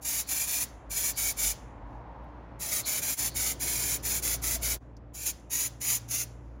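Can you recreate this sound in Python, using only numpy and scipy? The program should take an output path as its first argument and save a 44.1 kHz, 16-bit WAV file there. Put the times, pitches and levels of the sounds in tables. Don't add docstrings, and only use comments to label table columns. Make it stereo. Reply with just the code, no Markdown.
import sys
import numpy as np
from scipy import signal
from scipy.fft import rfft, irfft
from scipy.io import wavfile
from scipy.ndimage import map_coordinates

SR = 44100
rng = np.random.default_rng(int(sys.argv[2]) if len(sys.argv) > 2 else 0)


def generate_wav(sig):
    pcm = np.round(np.clip(np.atleast_2d(sig).T, -1, 1) * 32767).astype(np.int16)
    wavfile.write(sys.argv[1], SR, pcm)


N = 291060
TIME = np.arange(N) / SR
FREQS = np.maximum(np.fft.rfftfreq(N, 1 / SR), 1)

# cracked, fully open and released times in seconds, relative level in dB,
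# offset in dB while only cracked.
PRESSES = [(0.012, 0.046, 0.22, -28, -13), (0.266, 0.286, 0.46, -27.5, -11), (0.458, 0.475, 0.64, -27, -4),
           (0.898, 0.968, 1.111, -26, -4.5), (1.155, 1.172, 1.3165, -26.5, -8),
           (1.363, 1.385, 1.521, -26, -8), (2.594, 2.715, 2.81, -27.5, -4.5),
           (2.849, 2.867, 3, -27.5, -2.5), (3.008, 3.019, 3.162, -27, -4.5),
           (3.161, 3.187, 3.286, -26.5, -5), (3.341, 3.357, 3.526, -27.5, -8.5),
           (3.594, 3.606, 3.965, -27.5, -2), (4.025, 4.047, 4.19, -26.5, -8),
           (4.217, 4.232, 4.356, -27, -2.5), (4.414, 4.435, 4.564, -26.5, -8.5),
           (4.61, 4.629, 4.750, -27, -7.5), (5.137, 5.256, 5.306, -25.5, -12.5),
           (5.499, 5.518, 5.672, -27, -5.5), (5.804, 5.864, 5.971, -26, -4), (6.08, 6.107, 6.234, -29, -10)]


def spray(jet_width_hz=1000, flutter_db=1.0, grain_db=0.92, trim_db=-0.74):
    # frequency in Hz, relative density in dB.
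    spectrum = [(200, -17.5), (600, -16.5), (1000, -17.5), (1550, -16.5), (2050, -14.5), (2850, -16),
                (4000, -13), (5200, -10.5), (6200, -5.5), (8200, -2), (9500, -2), (11800, -10),
                (14000, -5.5), (15500, -3.5)]
    # start in seconds, cap resonance in Hz, its width
    # in Hz, its level in dB, jet resonance in Hz, its level in dB, low hiss gain in dB.
    aims = [(0, 2334, 180, -21, 7450, -11, -0.7), (2.501, 2207, 364.2, -20, 7367, -12, 0.2),
            (5.0, 2454, 604, -19.5, 6760, -8.5, -1.5)]
    cap_scatter, jet_scatter = .012, .035
    upper_hz, upper_width_hz, upper_db = 9700, 760, -19
    press, run = latest(PRESSES), latest(aims)
    jet_hz, jet_db, low_db = np.array(aims)[run, -3:].T
    strays = np.exp([cap_scatter, jet_scatter, jet_scatter] * rng.standard_normal((len(PRESSES), 3)))
    cap_stray, jet_stray, upper_stray = strays[press].T
    flow = valve() * from_db(trim_db + flutter_db * drift(34) + grain_db * drift(540))
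    hiss = noise(from_db(in_frequency(spectrum)[0]))
    low_hiss = irfft(rfft(hiss) / (1 + (FREQS / 5000) ** 8), N)
    hiss = hiss + low_hiss * (from_db(low_db) - 1)
    cap_ring = sum((run == k) * from_db(db) * band(hz * cap_stray, width_hz)
                   for k, (_, hz, width_hz, db, *_) in enumerate(aims))
    upper_ring = from_db(upper_db) * band(upper_hz * upper_stray, upper_width_hz)
    jet_ring = from_db(jet_db) * band(jet_hz * jet_stray, jet_width_hz)
    jet = flow * (hiss + cap_ring + upper_ring + jet_ring)
    return jet + reflections(jet, press), flow * hiss


def valve(crack_s=0.025, snap_s=.004, close_s=0.042, creep_db=3.5, rise_db=0.5, ends_db=-1.04):
    power = np.zeros(N)
    for open_s, full_s, release_s, level_db, cracked_db in PRESSES:
        gate = eased((TIME - open_s) / crack_s + 1 / 4) * eased((release_s - TIME) / close_s + 1 / 2)
        creep = np.interp(TIME, [open_s, full_s], [-1 / 2, 1 / 2])
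        choked_db = (cracked_db + creep_db * creep) * np.clip(1 - (TIME - full_s) / snap_s, 0, 1)
        sweep = np.interp(TIME, [open_s, release_s], [-1, 1])
        sweep_db = rise_db * sweep + ends_db * sweep ** 2
        power += (gate * from_db(level_db + choked_db + sweep_db)) ** 2
    return np.sqrt(power)


def reflections(jet, press, scatter=.15, wander=.04):
    # nominal delay in seconds, gain.
    bounces = [(.0012, 0.51), (.0021, -0.087), (.0043, 0.65)]
    stretches = np.exp(scatter * rng.standard_normal((len(PRESSES), len(bounces))))[press].T
    return sum(gain * delayed(jet, delay_s * stretch * np.exp(wander * drift(1)))
               for (delay_s, gain), stretch in zip(bounces, stretches))


def sputters(width_hz=600, rough_db=4.5):
    # centre in seconds, half length in seconds, level in dB, pitch in Hz.
    squeaks = [(0.285, 0.043, -56.5, 4300), (1.157, 0.022, -50, 4630), (2.862, 0.02, -43, 4220),
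               (3.326, 0.032, -56, 4370), (4.002, 0.005, -58, 5250)]
    trickle = sum(from_db(db) * hump(s, half_s) * band(hz, width_hz) for s, half_s, db, hz in squeaks)
    return trickle * from_db(rough_db * drift(250))


def pops(half_s=0.0068, pitch_hz=670):
    # centre in seconds, level in dB.
    chokes = [(4.35, -39.5), (4.567, -37), (4.745, -41.5)]
    return sum(from_db(db) * hump(s, half_s) * np.sin(2 * np.pi * pitch_hz * (TIME - s))
               for s, db in chokes)


def ticks(decay_s=0.0056, width_share=.55):
    # start in seconds, level in dB, band centre in Hz.
    snaps = [(2.24, -73, 12500), (4.602, -47, 6500), (4.967, -55.5, 5600), (5.397, -59, 7000),
             (5.508, -38, 9300), (6.087, -43, 6500)]
    out = 0
    for start_s, db, hz in snaps:
        envelope = (TIME >= start_s) * np.exp(-np.abs(TIME - start_s) / decay_s)
        out += from_db(db) * envelope * noise(resonance(hz, width_share * hz) ** 2)
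    return out


def rustles(centre_hz=6000, width_hz=5500, rough_db=1.5):
    # centre in seconds, half length in seconds, level in dB.
    shifts = [(1.92, 0.062, -79), (2.3, 0.33, -85.5), (6.504, 0.13, -78.5)]
    rub = sum(from_db(db) * hump(s, half_s) for s, half_s, db in shifts)
    return rub * from_db(rough_db * drift(40)) * noise(resonance(centre_hz, width_hz) ** 2)


def fan(low_trim_db=4.5, high_trim_db=5.5, split_hz=600):
    # time in seconds, low and high band levels in dB before trim.
    levels = [(0, -59, -55), (1.2, -54.5, -52.5), (2.9, -53.5, -51), (3.4, -51, -53), (4.76, -50.5, -51),
              (4.82, -56.5, -60), (6.6, -55, -59)]
    # frequency in Hz, relative density in dB.
    spectrum = [(25, -24.5), (40, -7.5), (85, 5.5), (140, 3), (200, -2), (280, 0.5), (390, -6.5),
                (550, -3.5), (950, -7), (1250, -14), (2000, -22), (3000, -32), (6000, -47), (12000, -70)]
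    # frequency in Hz, left-right coherence 0-1.
    coherences = [(60, 0.97), (150, 0.94), (300, 0.85), (550, 0.62), (800, 0.16), (1200, 0.6), (2000, 1),
                  (2600, 1), (3100, 0.93), (4700, .82), (5800, 1), (8000, 0.05)]
    low_db, high_db = in_time(levels)
    colour = from_db(in_frequency(spectrum)[0])
    coherence, = in_frequency(coherences)
    air = stereo(rfft(noise(colour)), rfft(noise(colour)), coherence)
    lowpass = 1 / (1 + (FREQS / split_hz) ** 4)
    low = from_db(low_db + low_trim_db) * irfft(air * lowpass, N)
    high = from_db(high_db + high_trim_db) * irfft(air * (1 - lowpass), N)
    return low + high


def fan_swells():
    # centre in seconds, half length in seconds, level in dB, pitch in Hz, width in Hz,
    # left-right coherence 0-1.
    swells = [(2.085, 0.39, -49, 902, 320, .35), (3.9, .7, -53.5, 380, 180, 1)]
    return sum(from_db(db) * hump(s, half_s) * stereo(band(hz, width_hz), band(hz, width_hz), coherence)
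               for s, half_s, db, hz, width_hz, coherence in swells)


def motor(hum_hz=58.37, fifth_harmonic_db=-63, duct_hz=50, duct_width_hz=9, waver_rad=.25):
    # time in seconds, level in dB.
    hum_levels = [(0, -51), (1.8, -54.5), (2.2, -47), (3.0, -54.5), (3.3, -46), (4.0, -45), (4.72, -38),
                  (4.83, -50), (6.2, -51), (6.6, -44)]
    octave_levels = [(0, -62.5), (2.9, -58.5), (3.3, -54.5), (4.7, -51), (5.4, -60.5), (6.1, -46),
                     (6.6, -54)]
    throb_levels = [(0, -58), (1.5, -43), (2.4, -62), (3.2, -61), (6.6, -62)]
    hum_db, octave_db, throb_db = in_time(hum_levels) + in_time(octave_levels) + in_time(throb_levels)
    phase = 2 * np.pi * hum_hz * TIME + waver_rad * drift(4.0)
    hum = sum(from_db(db) * np.sin(harmonic * phase)
              for harmonic, db in [(1, hum_db), (2, octave_db), (5, fifth_harmonic_db)])
    throb = from_db(throb_db) * noise(resonance(duct_hz, duct_width_hz) ** 3)
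    return np.sqrt(2) * hum + throb


def workshop(x):
    # band centre in Hz, T60 in seconds, relative level in dB.
    bands = [(1510, 1, -8.5), (4140, 0.3, -8), (7250, 0.55, -20), (10800, 0.35, -24), (14920, .28, -28)]
    # time in seconds, tail gain in dB.
    tail_gains = [(4.77, 0), (4.8, -18), (5.0, -12), (5.12, 0)]
    white = rfft(rng.standard_normal(N))
    centres_hz = [row[0] for row in bands]
    tail = 0
    for (_, t60_s, level_db), selector in zip(bands, np.eye(len(bands))):
        weight, = in_frequency(list(zip(centres_hz, selector)))
        decay = from_db(-60 * TIME / t60_s) * (TIME > .006)
        tail += from_db(level_db) * irfft(white * weight, N) * decay / np.linalg.norm(decay)
    tail_db, = in_time(tail_gains)
    return from_db(tail_db) * signal.fftconvolve(x, tail[:SR])[:N]


def mic_ports(x, scatter_s=.012):
    # frequency in Hz, left phase lead in radians, coherence 0-1.
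    response = [(200, 0, .8), (800, 0, .4), (1400, 0, .85), (1800, 0, 1), (6200, 0, 1), (7000, -.73, .92),
                (7550, -1.9, .9), (8000, -3.12, 1), (8600, -3.12, 1), (8950, -2.2, .87), (9450, -1.27, .9),
                (10500, -.55, .87), (11300, 0, .99), (12700, 0, .99), (13300, .7, .85), (15600, 2.1, .85)]
    lead_rad, coherence = in_frequency(response)
    scatter = rng.standard_normal(N) * np.exp(-TIME / scatter_s)
    paths = stereo(1, rfft(scatter / np.linalg.norm(scatter)), coherence)
    return irfft(rfft(x) * paths * np.exp(.5j * lead_rad * [[1], [-1]]), N)


def from_db(db):
    return 10 ** (np.asarray(db) / 20)


def unit_rms(x):
    return x / np.sqrt(np.mean(x ** 2) + 1e-20)


def in_time(rows):
    s, *columns = np.transpose(rows)
    return [np.interp(TIME, s, column) for column in columns]


def in_frequency(rows):
    hz, *columns = np.transpose(rows)
    return [np.interp(np.log(FREQS), np.log(hz), column) for column in columns]


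def latest(rows):
    return np.maximum(np.searchsorted(np.array(rows)[:, 0], TIME) - 1, 0)


def eased(share):
    return np.sin(np.clip(share, 0, 1) * np.pi / 2) ** 2


def hump(centre_s, half_s):
    return np.exp(-((TIME - centre_s) / half_s) ** 2)


def resonance(hz, width_hz):
    return 1 / np.sqrt(1 + ((FREQS ** 2 - hz ** 2) / (FREQS * width_hz)) ** 2)


def noise(gain):
    return unit_rms(irfft(rfft(rng.standard_normal(N)) * gain, N))


def drift(corner_hz):
    return noise(1 / (1 + (FREQS / corner_hz) ** 2))


def band(hz, width_hz):
    phase = 2 * np.pi * np.cumsum(hz * np.ones(N)) / SR
    return unit_rms(drift(width_hz / 2) * np.cos(phase) + drift(width_hz / 2) * np.sin(phase))


def delayed(x, delay_s):
    return map_coordinates(x, [np.arange(N) - delay_s * SR], order=3)


def stereo(mid, side, coherence):
    return np.sqrt((1 + coherence) / 2) * mid + np.sqrt((1 - coherence) / 2) * side * [[1], [-1]]


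def scene():
    # centre in seconds, half length in seconds, gain in dB.
    dips = [(3.158, 0.01704, -14.5), (4.793, 0.016, -17)]
    jet, hiss = spray()
    small_sounds = sputters() + ticks() + pops() + rustles()
    extractor = (fan() + fan_swells() + motor()) * from_db([[.6], [-.6]])
    painting = mic_ports(jet + small_sounds + workshop(hiss + small_sounds))
    dips_db = sum(db * hump(s, half_s) for s, half_s, db in dips)
    return (painting + extractor) * from_db(dips_db)


def record(dry, highpass_hz=41, lowpass_hz=15800):
    highpass = signal.butter(5, highpass_hz, "high", fs=SR, output="sos")
    lowpass = signal.ellip(12, .1, 80, lowpass_hz, fs=SR, output="sos")
    return signal.sosfilt(lowpass, signal.sosfilt(highpass, dry))


dry = scene()
out = record(dry)
generate_wav(out)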